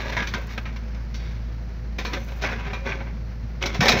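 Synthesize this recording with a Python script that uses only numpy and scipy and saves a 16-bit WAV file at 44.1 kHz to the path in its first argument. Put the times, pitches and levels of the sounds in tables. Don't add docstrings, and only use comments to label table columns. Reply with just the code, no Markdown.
import sys
import numpy as np
from scipy import signal
from scipy.fft import rfft, irfft
from scipy.io import wavfile

SR = 44100
rng = np.random.default_rng(int(sys.argv[2]) if len(sys.argv) > 2 else 0)


def put_to_file(sound):
    columns = np.atleast_2d(sound).T
    safe = np.clip(columns, -1, 1)
    whole_steps = np.round(safe * 32767)
    wavfile.write(sys.argv[1], SR, whole_steps.astype(np.int16))


N = 176400

# frequency_hz, t60_s
FOREST_DECAY = [(1000, 0.6), (12000, 0.55)]
FOREST_DB, ECHO_DELAY_S = -16.5, .02

# time_s, level_db
FIRING_LEVEL = [(.7, -31), (.9, -29), (2.2, -30.5)]
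# multiple_of_firing_rate, level_db
ENGINE_ORDERS = [(1.5, -49.5), (2, -42.5), (3, -57), (4, -53), (9.03, -59), (11.35, -65.5)]
# frequency_hz, gain_db
RUMBLE_SPECTRUM = [(40, -14.5), (70, -10), (110, -0.5), (135, -1), (165, -2), (220, -4.5), (280, -16),
                   (400, -18), (1500, -43)]
CLATTER_SPECTRUM = [(350, 2), (650, 4.5), (1150, -6), (1500, 0), (2200, -7.5), (3200, -27), (4200, -6),
                    (5700, -16.5), (14000, -14.5)]
FIRING_HZ, SPEED_WANDER, ORDER_WAVER = 55.85, 0.0042, 0.25
RUMBLE_DB, CLATTER_DB, CLATTER_PULSE = -39.5, -53, 0.11

# frequency_hz, gain_db
OIL_SPECTRUM = [(300, 5.5), (1000, 7), (2200, 5.5), (3500, -5.5), (5600, -5), (14000, -9)]
SIZZLE_SPECTRUM = [(4000, -32), (7000, -2), (14000, -0.5)]
# time_s, level_db
OIL_LEVEL = [(0, -43.5), (.7, -47.5), (1.42, -51.5), (1.93, -52), (2.5, -46.5), (3.2, -51)]
# start_s, length_s, level_db, flutter_db
SQUEEZES = [(-.2, 0.97, -53.5, 8.5), (1.974, 0.63, -47.5, 5)]
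# start_s, length_s, pitch_hz, level_db
SQUEALS = [(-.03, .13, 1660, -38.5), (.14, .13, 1655, -30.5), (2.43, .17, 1657, -39), (2.68, .42, 543, -41),
           (2.13, .2, 6100, -55)]

# frequency_hz, gain_db, t60_s
PIN_MODES = [(3780, 0, .15), (4560, -5, .5), (5593, -7, .35)]
TINE_MODES = [(1138, -6, .25), (2409, 0, .24)]
FRAME_MODES = [(634, -2, .3), (716, 3, .3), (812, -3, .25), (1790, -2, .35), (2498, 1.5, .3),
               (3748, -4, .25), (5240, 3, .15), (6383, 2, .22)]
JAW_MODES = [(1554, 3, 0.064), (2215, -2.5, 0.078)]
LOG_MODES = [(228.3, 5.5, 0.21), (404.3, 1.5, 0.23), (547.4, 0.5, 0.24), (746.4, 3, 0.17), (980, 1.5, 0.11)]
# start_s, level_db, modes
SLAMS = [(1.143, -43, PIN_MODES), (2.732, -30.5, TINE_MODES), (3.808, -32.5, FRAME_MODES),
         (3.887, -22.5, FRAME_MODES)]
# start_s, pitch_hz, level_db, swell_s
THUDS = [(3.793, 140, -11, 0.0037), (3.817, 196, -13.5, 0.0039), (3.893, 241, -24, 0.019)]

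# frequency_hz, gain_db
CONTACT_SPECTRUM = [(60, -4.5), (200, -2.5), (310, -1.5), (600, -1.5), (1000, -1), (1550, -0.5), (2300, 3),
                    (2900, -5.5), (3800, -4.5), (4600, -11.5), (6000, -11.5), (14000, -20)]
BODY_HZ, CRACK_HZ = 864, 3390
SPOT_DB, SPOT_WIDTH_HZ = 3, 80
# start_s, level_db, decay_s, body_db, crack_db
KNOCKS = [(0.102, -32.5, 0.0031, 3, 6), (.123, -28.5, 0.022, 1, 0.5), (0.167, -21, 0.025, -0.5, -3.5),
          (.224, -25, 0.018, -21, -2), (0.271, -28.5, 0.02, -19, 6), (0.338, -21, 0.016, -5.5, -1),
          (0.578, -22.5, 0.0074, -0.5, -3), (.654, -32, 0.033, -6, -7.5), (.761, -35.5, 0.014, -16, 2),
          (0.947, -42, 0.0085, -6, 3.5), (1.143, -38, 0.026, -29, 8.5), (1.985, -27.5, 0.026, 4.5, 5),
          (2.05, -26.5, 0.028, 2.5, 3), (2.133, -25, 0.018, -3, 3.5), (2.438, -20.5, 0.027, -1, -11),
          (2.487, -27, 0.015, -2, -16), (2.732, -30, 0.026, 6.5, 0), (2.919, -21.5, 0.01, -12, -18),
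          (3.004, -33.5, 0.015, 11, -11), (3.068, -41, 0.024, 10, -19), (3.626, -16.5, 0.0029, -21, 2),
          (3.658, -24, 0.015, 6, 9), (3.745, -27.5, 0.019, 4, 4.5), (3.806, -17.5, 0.019, -4.5, 5),
          (3.855, -32.5, 0.013, 8, 20.5), (3.882, -14, 0.014, 0, 12), (3.918, -16, 0.016, 4.5, 6)]
KNOCK_RISE_S, KNOCK_GRAINS_PER_S, KNOCK_SPREAD_DB, KNOCK_SNAP = 0.0011, 10000, 1, 3.5
# start_s, rise_s, level_db, decay_s, body_db, crack_db
CRUNCHES = [(-.02, 0.021, -33, 0.17, 7.5, 1.5), (.18, 0.034, -26.5, 0.019, 2, -7.5),
            (0.351, 0.022, -36.5, 0.045, 8, -3.5), (0.481, 0.031, -38, 0.029, -9, 4),
            (1.17, 0.038, -47, 0.16, -9, 5.5), (2.07, 0.085, -34, 0.044, 7, -4),
            (2.27, 0.013, -42.5, 0.13, 3.5, -0.5), (2.414, 0.01, -27.5, 0.04, 3, 3.5),
            (2.46, 0.053, -33, 0.064, 5.5, -2.5), (2.575, 0.011, -35.5, 0.11, 1, -8),
            (2.655, 0.021, -33.5, 0.052, 2, -7.5), (2.851, 0.0086, -29.5, 0.087, 8.5, -3),
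            (3.612, 0.022, -27, 0.073, 4, -1), (3.81, 0.03, -18.5, 0.057, 4.5, 3),
            (3.879, 0.012, -16.5, 0.016, -4, 10), (3.89, 0.062, -23.5, 0.037, 8.5, -9),
            (3.96, 0.033, -27.5, 0.087, -4, 11)]
BARK_GRAINS_PER_S, BARK_SPREAD_DB, BARK_SNAP = 4000, 2.5, 2.6
SPLITS_PER_S, SPLIT_S, SPLIT_SURGE = 150, .002, 1.3

# frequency_hz, gain_db
MICROPHONE_RESPONSE = [(5800, -0.5), (6600, -8.5), (7800, -25), (9500, -35), (11500, -23), (14000, -12.5),
                       (16000, -18)]
OVERLOAD, BAND_LIMIT_HZ = 1.1, 15820


def amp(db):
    return 10 ** (np.asarray(db) / 20)


def unit(x):
    return x / np.sqrt(np.mean(x ** 2) + 1e-20)


def read(points, hz):
    table_hz, value = np.transpose(points)
    return np.interp(np.log(hz + 1), np.log(table_hz + 1), value)


def level(points):
    return amp(np.interp(np.arange(N) / SR, *np.transpose(points)))


def add(mix, start_s, sound):
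    at = round(start_s * SR)
    sound = sound[max(-at, 0):]
    part = mix[max(at, 0):][:len(sound)]
    part += sound[:len(part)]


def noise(spectrum):
    gain = amp(read(spectrum, np.fft.rfftfreq(N, 1 / SR)))
    return unit(irfft(rfft(rng.standard_normal(N)) * gain, N))


def drift(rate_hz):
    gain = np.exp(-(np.fft.rfftfreq(N, 1 / SR) / rate_hz) ** 2)
    return unit(irfft(rfft(rng.standard_normal(N)) * gain, N))


def minimum_phase(gain, size=4096):
    log_gain = np.log(np.maximum(np.r_[gain, gain[-2:0:-1]], 1e-5))
    return np.fft.ifft(np.exp(np.conj(signal.hilbert(log_gain)))).real[:size]


def forest(sound):
    echoes = rng.standard_normal(SR) * (rng.random(SR) < 2000 / SR)
    hz, t, spectra = signal.stft(echoes, SR, nperseg=256)
    decay = amp(-60 * t / read(FOREST_DECAY, hz)[:, None])
    tail = signal.istft(spectra * decay, SR, nperseg=256)[1]
    out = np.zeros(N)
    add(out, ECHO_DELAY_S, signal.fftconvolve(sound, tail / np.linalg.norm(tail)))
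    return out


def engine():
    phase = 2 * np.pi * np.cumsum(FIRING_HZ * (1 + SPEED_WANDER * drift(2.57))) / SR
    hum = level(FIRING_LEVEL) * (1 + 0.086 * drift(8.7)) * np.sin(phase)
    for multiple, db in ENGINE_ORDERS:
        waver = 1 + ORDER_WAVER * drift(5.3)
        hum += amp(db) * waver * np.sin(multiple * phase + 2 * np.pi * rng.random())
    clatter = noise(CLATTER_SPECTRUM) * (1 + CLATTER_PULSE * np.cos(phase) + 0.12 * drift(150))
    return np.sqrt(2) * hum + amp(RUMBLE_DB) * noise(RUMBLE_SPECTRUM) + amp(CLATTER_DB) * clatter


def hydraulics():
    return noise(OIL_SPECTRUM) * level(OIL_LEVEL) * amp(1.4 * drift(40))


def squeeze():
    envelope = np.zeros(N)
    for start_s, length_s, db, flutter_db in SQUEEZES:
        n = int(length_s * SR)
        add(envelope, start_s, amp(db + flutter_db * drift(90)[:n]) * signal.windows.tukey(n, .5))
    return envelope * noise(SIZZLE_SPECTRUM)


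def pivots():
    out, waver, grip = np.zeros(N), drift(90), drift(70)
    for start_s, length_s, hz, db in SQUEALS:
        n = int(length_s * SR)
        tone = np.sin(2 * np.pi * np.cumsum(hz * (1 + 0.0032 * waver[:n])) / SR)
        add(out, start_s, amp(db) * np.sin(np.pi * np.arange(n) / n) * tone)
    return out * amp(1.9 * grip)


def slams():
    out, t = np.zeros(N), np.arange(SR // 2) / SR
    attack = np.minimum(t / KNOCK_RISE_S, 1)
    for start_s, strength_db, modes in SLAMS:
        for hz, db, t60 in modes:
            envelope = amp(strength_db + db - 60 * t / t60) * attack
            add(out, start_s, envelope * np.sin(2 * np.pi * (hz * t + rng.random())))
    return out


def thuds():
    out, t = np.zeros(N), np.arange(SR // 2) / SR
    for start_s, hz, db, swell_s in THUDS:
        envelope = amp(db) * t / swell_s * np.exp(1 - t / swell_s)
        add(out, start_s, -envelope * np.sin(2 * np.pi * hz * t))
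    return out


def contact(rise_s, db, decay_s, body_db, crack_db, grains_per_s, spread_db, snap, splits_per_s=0):
    t, size = np.arange(SR // 2) / SR, 4096
    chance, strength, sign = rng.random((3, len(t)))
    grain_db = spread_db * np.minimum(-np.log(strength), 3)
    grains = (chance < grains_per_s / SR) * np.sign(sign - .5) * amp(grain_db)
    envelope = np.minimum(t / rise_s, 1) * np.exp(-np.maximum(t - rise_s, 0) / decay_s)
    splits = rng.random(len(t)) < splits_per_s / SR
    surge = 1 + SPLIT_SURGE * signal.fftconvolve(splits, np.exp(-t / SPLIT_S))[:len(t)]
    force = unit(grains * envelope * surge) * np.sqrt(np.mean(envelope ** 2)) + snap * (t == 0)
    hz = np.fft.rfftfreq(size, 1 / SR)
    spectrum = unit(amp(read(CONTACT_SPECTRUM, hz)))
    tilt_db = body_db / (1 + (hz / BODY_HZ) ** 4) + crack_db * (1 - 1 / (1 + (hz / CRACK_HZ) ** 8))
    ripple = np.interp(hz / SPOT_WIDTH_HZ, np.arange(size), rng.uniform(-2.26, 1.67, size))
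    spot = unit(amp(SPOT_DB * ripple))
    return amp(db) * signal.fftconvolve(force, minimum_phase(spectrum * spot * amp(tilt_db)))


def resonance(force, modes):
    t = np.arange(SR // 2) / SR
    response = np.zeros(len(t))
    for hz, db, t60 in modes:
        scale = 2 * np.log(1000) / (t60 * SR)
        response += scale * amp(db - 60 * t / t60) * np.cos(2 * np.pi * hz * t)
    return signal.fftconvolve(force, response)[:N]


def grapple():
    force = np.zeros(N)
    for start_s, *blow in KNOCKS:
        add(force, start_s, contact(KNOCK_RISE_S, *blow, KNOCK_GRAINS_PER_S, KNOCK_SPREAD_DB, KNOCK_SNAP))
    for start_s, *crush in CRUNCHES:
        add(force, start_s, contact(*crush, BARK_GRAINS_PER_S, BARK_SPREAD_DB, BARK_SNAP, SPLITS_PER_S))
    return force + resonance(force, LOG_MODES + JAW_MODES)


def scene():
    work = grapple() + slams() + thuds() + pivots() + squeeze()
    return (work + amp(FOREST_DB) * forest(work) + engine() + hydraulics())[None]


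def record(dry):
    colour = minimum_phase(amp(read(MICROPHONE_RESPONSE, np.fft.rfftfreq(4096, 1 / SR))))
    dulled = signal.oaconvolve(dry, colour[None])[:, :N]
    saturated = OVERLOAD * np.tanh(dulled / OVERLOAD)
    lowpass = signal.firwin(511, BAND_LIMIT_HZ, window=("kaiser", 9), fs=SR)
    return signal.oaconvolve(saturated, lowpass[None], "same")


dry = scene()
out = record(dry)
put_to_file(out)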